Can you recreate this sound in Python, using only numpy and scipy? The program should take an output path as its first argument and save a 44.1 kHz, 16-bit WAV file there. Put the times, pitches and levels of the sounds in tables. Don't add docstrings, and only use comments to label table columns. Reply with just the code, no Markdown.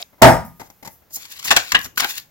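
import sys
import numpy as np
from scipy import signal
from scipy.fft import rfft, irfft, next_fast_len
from scipy.io import wavfile

SR = 44100
rng = np.random.default_rng(int(sys.argv[2]) if len(sys.argv) > 2 else 0)


def to_wav(sig):
    pcm = np.clip(np.atleast_2d(sig), -1, 1) * 32767
    pcm = np.round(pcm).astype(np.int16)
    wavfile.write(sys.argv[1], SR, pcm.T)


N = 101429

# start in seconds, hold in seconds, level in dB.
CREAKS = [(.002, 0.025, -39), (0.216, 0.0024, -15.5)]
# pitch in Hz, width in Hz.
TIP_TONES = [(3350, 470), (3850, 300), (5150, 160)]
# time in seconds, level in dB.
FINGER_LEVELS = [(.04, -65), (.435, -73), (0.453, -41.5), (.52, -57), (.62, -56.5), (0.801, -62),
                 (.93, -47.5), (1.02, -64), (1.09, -88)]
# start in seconds, hold in seconds, thud in dB, tick in dB.
KNOCKS = [(0.127, .015, -55, -80), (.18, 0.05, -54.5, -87), (0.596, 0.021, -36.5, -43.5),
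          (0.628, 0.047, -54, -55), (0.7, 0.0029, -45.5, -44.5), (0.826, 0.0064, -41, -45),
          (0.848, 0.016, -40, -39.5), (0.874, 0.0029, -37, -33), (1.019, .005, -57, -72),
          (1.106, 0.0016, -55, -51), (1.165, 0.0068, -45.5, -52), (1.844, 0.0071, -47.5, -30.5)]
# pitch in Hz, width in Hz, gain.
SPINE_TONES = [(900, 70, .7), (2056, 60, 1.8)]
# pitch in Hz, level in dB, fade time in seconds, left side's lead in radians.
BINDER_TONES = [(72.5, -15.5, 0.46, 0.16), (123.7, 4, 0.27, 0), (168.5, -4.5, 0.39, 1.8),
                (245.8, -6, .3, 0), (393.6, -4.5, 0.25, 0.8), (522.5, -1.5, .26, 1.2),
                (634.3, 8.5, 0.22, 1.1), (666, 7, 0.25, .9), (687.4, -1, 0.21, 1.2), (731.3, -9, 0.19, 3.4),
                (902.6, 6, 0.25, 0.74), (943.5, -0.5, 0.33, 1.5), (1223, -18.5, 0.48, 0.43),
                (1560, -17, .28, 1.8)]
# pitch in Hz, width in Hz, gain.
SHEET_TONES = [(1094, 46, 0.68), (1472, 20, 1), (1565, 92, 0.21), (2700, 53.2, 0.56)]
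# time in seconds, rasp in dB, hiss in dB.
STROKES = [
    [(0, -40.5, -51), (.022, -36.5, -31), (.031, -66, -74)],
    [(1.1, -67, -56), (1.132, -62, -37), (1.16, -45.5, -24.5), (1.195, -48, -47.5), (1.22, -39.5, -39),
     (1.28, -53, -52), (1.322, -38, -34), (1.348, -47.5, -47.5), (1.367, -37.5, -40.5), (1.385, -46.5, -45),
     (1.437, -43, -43), (1.448, -31, -25.5), (1.483, -24, -27), (1.495, -28, -35), (1.55, -33.5, -57),
     (1.595, -24, -56), (1.63, -41, -40), (1.71, -36.5, -42.5), (1.8, -48, -44), (1.86, -61, -32.5),
     (1.885, -56, -58)],
    [(1.955, -60, -54), (1.971, -59, -46), (1.979, -26, -19), (2.02, -27, -32.5), (2.07, -37.5, -37),
     (2.103, -27, -26), (2.137, -41, -39.5), (2.18, -30, -28), (2.2, -47, -55), (2.27, -73.5, -80.5)],
]
# start in seconds, hold in seconds, then bass, middle and treble in dB.
FLICKS = [(1.252, 0.0036, -74, -40, -34.5), (1.392, 0.0057, -68, -41.5, -29),
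          (1.427, .002, -58, -37, -30.5), (1.452, 0.0053, -36, -32.5, -34), (1.5055, .004, -25, -9, -13),
          (1.512, 0.0071, -28, -7.5, -10.5), (1.522, 0.011, -23.5, -21, -21),
          (1.5638, 0.0066, -19, -5.5, -5), (1.7194, 0.0015, -44, -15, -9), (1.759, 0.0016, -32.5, -46, -36),
          (1.81, 0.0018, -67, -56, -53), (1.854, 0.0087, -64, -35.5, -42), (1.974, 0.0053, -33.5, -19, -35),
          (1.998, 0.01, -30.5, -17.5, -15), (2.021, 0.03, -29.5, -23, -50),
          (2.0433, 0.0057, -37, -28.5, -28)]
FLICK_FADES = [0.054, 0.044, 0.024]
# start in seconds, level in dB.
EDGE_TICKS = [(1.253, -43), (1.394, -32), (1.566, -30), (1.7208, -18), (1.791, -26), (1.8145, -27),
              (1.96, -37.5), (1.9737, -15), (2.005, -10), (2.045, -15.5), (2.181, -20.5), (2.199, -26.5)]
# start in seconds, hold in seconds, level in dB.
PUFFS = [(1.487, 0.074, -41), (1.573, 0.011, -49), (1.727, 0.015, -34.5), (1.75, 0.029, -41),
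         (1.839, 0.027, -46.5), (1.921, .03, -61)]
# pitch in Hz, level in dB.
FLAP_TONES = [(1670, -11), (2770, -25.5), (3060, -38)]
# frequency in Hz, how much louder the left is in dB.
LEFT_BALANCE = [(60, 6), (400, 7), (1500, 4.5), (4500, 4.5), (8000, 3), (13000, 0.5)]

# frequency in Hz, level in dB.
FINGER_COLOUR = [(3000, -27), (6000, -9.5), (9000, -15), (12000, -0.5), (14000, 0.5), (16000, -3)]
THUD_COLOUR = [(25, -17.5), (80, -1), (160, -6), (260, -3.5), (420, -10), (800, -1.5), (1300, -12),
               (2100, -12), (3200, -22.5), (15000, -41)]
TICK_COLOUR = [(25, -31), (1000, -21.5), (3000, -0.5), (5500, 6), (7000, 6), (9000, -8), (13000, 4),
               (16000, -9.5)]
RATTLE_COLOUR = [(25, -26.5), (60, -7.5), (110, -7.5), (220, 7.5), (420, -4.5), (800, 3.5), (1100, -7.5),
                 (1900, -8), (2600, -23.5), (4400, -29), (5300, -19.5), (6300, -29.5), (7600, -27),
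                 (9500, -29.5), (15000, -32.5)]
RASP_COLOUR = [(25, -24), (300, -19), (900, -17.5), (1600, -8), (2300, -2.5), (3200, -3.5), (4300, -1),
               (6500, -12), (15000, -36)]
HISS_COLOUR = [(500, -37.5), (2800, -25), (4500, -4), (7000, 7), (8800, -11), (11500, 2.5), (14000, -1),
               (16000, 1)]
FLICK_COLOURS = [
    [(25, -8.5), (120, -14.5), (280, -0.5), (500, 1.5), (780, 2), (1200, -6.5), (3000, -46)],
    [(300, -41.5), (700, -12.5), (1050, -4.5), (1600, -1.5), (2800, -4.5), (4000, -8), (8000, -40.5)],
    [(1200, -35), (3000, 3.5), (4200, 2.5), (7300, 2.5), (8800, -13), (11500, -7.5), (16000, -13)],
]
EDGE_COLOUR = [(300, -15), (1500, -12), (4500, 7.5), (7000, -4.5), (9000, -8), (12500, 3), (16000, -1)]
PUFF_COLOUR = [(25, -14), (60, 0.5), (130, 0.5), (250, -4), (500, -9.5), (1500, -54.5)]
FLAP_COLOUR = [(25, -31), (100, -13.5), (400, -21), (900, -13.5), (1400, 0), (1700, 1.5), (2050, -1.5),
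               (2900, 3), (3800, -5), (6000, -26), (15000, -49)]
ROOM_COLOUR = [(25, 6), (150, 3), (500, 3), (1800, 1.5), (4000, -4.5), (6500, 0), (9000, -2), (16000, 2.5)]
BACKGROUND_COLOUR = [(25, -14), (70, 1), (130, 0.5), (300, -7), (800, -10), (2000, -16.5), (4000, -21.5),
                     (6500, -20.5), (9000, -30.5), (13000, -16.5), (16000, -16)]

SNAP_S, SNAP_RISE_S = .2195, .0024
FLAP_S, FLAP_RISE_S, FLAP_HOLD_S = 1.7455, .0027, .011
TIME = np.arange(N) / SR


def from_db(db):
    return 10 ** (np.asarray(db) / 20)


def rms_one(x):
    return x / np.sqrt(np.mean(x ** 2) + 1e-20)


def colour(x, points):
    hz, db = np.transpose(points)
    size = next_fast_len(N)
    bins = np.maximum(np.fft.rfftfreq(size, 1 / SR), 1)
    gain = from_db(np.interp(np.log(bins), np.log(hz), db))
    return rms_one(irfft(rfft(x, size) * gain, size)[..., :N])


def spread(mid, side, likeness=.63):
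    return np.sqrt(1 + likeness) * mid + np.sqrt(1 - likeness) * side * np.array([[1], [-1]])


def white_noise():
    return spread(*rng.standard_normal((2, N)))


def noise(points):
    return colour(white_noise(), points)


def resonance(x, hz, width_hz):
    r = np.exp(-np.pi * width_hz / SR)
    feedback = [1, -2 * r * np.cos(2 * np.pi * hz / SR), r * r]
    return signal.lfilter(np.array([1, 0, -1]) * (1 - r * r) / 2, feedback, x)


def burst(start, rise, hold, t60):
    t = TIME - start
    return np.clip(t / rise, 0, 1) * from_db(-60 * np.clip((t - rise - hold) / t60, 0, 3))


def bursts(rows, rise, t60):
    return sum(from_db(db) * burst(start, rise, hold, t60) for start, hold, db in rows)


def level(times, db):
    return from_db(np.interp(TIME, times, db, left=-150, right=-150))


def wander(step_s, channels):
    goals = rng.uniform(-1, 1, (channels, N))
    return np.array([np.interp(TIME / step_s, np.arange(N), row) for row in goals])


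def spring_creak():
    creak = rms_one(resonance(white_noise(), hz=690, width_hz=32))
    return creak * bursts(CREAKS, rise=.0011, t60=.025)


def tip_click():
    metal = rms_one(sum(resonance(white_noise(), hz, width) for hz, width in TIP_TONES))
    return from_db(-24) * metal * burst(start=.0255, rise=.00042, hold=.0021, t60=.0054)


def finger_hiss():
    return level(*np.transpose(FINGER_LEVELS)) * noise(FINGER_COLOUR)


def cover_knocks(rise=.0013):
    thuds = [(start, hold, db) for start, hold, db, _ in KNOCKS]
    ticks = [(start, hold, db) for start, hold, _, db in KNOCKS]
    thud = noise(THUD_COLOUR) * bursts(thuds, rise, t60=.053)
    tick = noise(TICK_COLOUR) * bursts(ticks, rise, t60=.025)
    spine = sum(gain * resonance(thud, hz, width) for hz, width, gain in SPINE_TONES)
    return thud + tick + spine


def ring_snap(chatter_db=1.5, bass_below_hz=130):
    snap = from_db(.5) * noise(TICK_COLOUR) * burst(SNAP_S, SNAP_RISE_S, hold=0, t60=.03)
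    for k, (hz, db, t60, lead) in enumerate(BINDER_TONES):
        chatter = chatter_db * wander(step_s=.0099, channels=2)
        tone = (-1) ** k * np.sin(2 * np.pi * hz * (TIME - SNAP_S) - np.array([[0], [lead]]))
        snap += from_db(db - .5 + chatter) * tone * burst(SNAP_S, SNAP_RISE_S, 0, t60)
    rattle = from_db(9.5) * delay_right(noise(RATTLE_COLOUR), lag_s=.00006)
    for band, t60 in (("low", .42), ("high", .29)):
        band_filter = signal.butter(2, bass_below_hz, band, fs=SR, output="sos")
        snap += signal.sosfilt(band_filter, rattle) * burst(SNAP_S, SNAP_RISE_S, 0, t60)
    return snap * from_db([[1], [-1]])


def fibres(points, slips_per_s=3800, slip_share=.55, clump_db=4):
    slipping = rng.random(N) < slips_per_s / SR
    sizes = slipping * from_db(2 * np.minimum(rng.exponential(1, N), 4))
    slips = np.sqrt(slip_share) * rms_one(sizes) * rng.choice([-1, 1], (2, N))
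    smooth = np.sqrt(1 - slip_share) * rng.standard_normal((2, N))
    rustle = spread(*(slips + smooth)) * from_db(clump_db * wander(step_s=.004, channels=1))
    ringing = sum(gain * resonance(rustle, hz, width) for hz, width, gain in SHEET_TONES)
    return colour(rustle + ringing, points)


def page_slide():
    strokes = [np.transpose(rows) for rows in STROKES]
    rasp = sum(level(times, db) for times, db, _ in strokes) * fibres(RASP_COLOUR)
    hiss = sum(level(times, db) for times, _, db in strokes) * fibres(HISS_COLOUR)
    return rasp + hiss


def finger_squeak():
    squeak = rms_one(resonance(rng.standard_normal(N), hz=13900, width_hz=190))
    return from_db(-29) * squeak * burst(start=1.137, rise=.0013, hold=.0024, t60=.06)


def page_flicks():
    crackle = 0
    for band, (points, t60) in enumerate(zip(FLICK_COLOURS, FLICK_FADES)):
        flicks = [(start, hold, levels[band]) for start, hold, *levels in FLICKS]
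        crackle += fibres(points) * bursts(flicks, rise=.00042, t60=t60)
    return from_db(-1.5) * crackle


def edge_ticks():
    ticks = sum(from_db(db) * burst(start, rise=.0003, hold=.00034, t60=.0095)
                for start, db in EDGE_TICKS)
    return fibres(EDGE_COLOUR) * ticks


def air_puffs():
    return noise(PUFF_COLOUR) * bursts(PUFFS, rise=.008, t60=.091)


def page_flap():
    return from_db(-6) * fibres(FLAP_COLOUR) * burst(FLAP_S, FLAP_RISE_S, FLAP_HOLD_S, t60=.042)


def sheet_ring():
    tones = sum(from_db(db) * np.sin(2 * np.pi * hz * (TIME - FLAP_S)) for hz, db in FLAP_TONES)
    return tones * burst(FLAP_S, FLAP_RISE_S, FLAP_HOLD_S, t60=.026)


def add_desk_echo(x, gain=.43, delay_s=.0010675, swing_s=.0005):
    delays = delay_s + swing_s * wander(step_s=.06, channels=1)[0]
    echo = np.array([np.interp(TIME - delays, TIME, side) for side in x])
    return (x + gain * echo) / np.hypot(1, gain)


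def delay_right(x, lag_s, top_hz=6250):
    hz = np.fft.rfftfreq(N, 1 / SR)
    lags = lag_s / (1 + (hz / top_hz) ** 8)
    right = irfft(rfft(x[1]) * np.exp(-2j * np.pi * hz * lags), N)
    return np.array([x[0], right])


def lean_left(x):
    hz, db = np.transpose(LEFT_BALANCE)
    size = next_fast_len(N + SR // 10)
    tilt_db = np.interp(np.log(np.fft.rfftfreq(size, 1 / SR) + 1), np.log(hz), db)
    return irfft(rfft(x, size) * from_db([tilt_db / 2, -tilt_db / 2]), size)[:, :N]


def room_echo(x):
    tail = colour(rng.standard_normal((2, N)), ROOM_COLOUR) * burst(0, rise=.012, hold=0, t60=.23)
    tail = tail[:, :SR // 2] / np.sqrt(np.sum(tail ** 2) / 2)
    return from_db(-12) * signal.fftconvolve(x, tail, axes=1)[:, :N]


def scene():
    rustle = page_flicks() + page_flap() + page_slide() + finger_hiss() + finger_squeak()
    paper = add_desk_echo(rustle) + edge_ticks() + air_puffs() + sheet_ring()
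    handling = lean_left(delay_right(cover_knocks() + paper, lag_s=.0001759))
    rings = spring_creak() + tip_click() + ring_snap()
    return rings + handling + room_echo(handling) + from_db(-57.5) * noise(BACKGROUND_COLOUR)


def record(dry, ceiling=.89, hardness=12, cutoff_hz=16000):
    clipped = dry / (1 + np.abs(dry / ceiling) ** hardness) ** (1 / hardness)
    return signal.sosfilt(signal.ellip(12, .1, 80, cutoff_hz, fs=SR, output="sos"), clipped)


dry = scene()
out = record(dry)
to_wav(out)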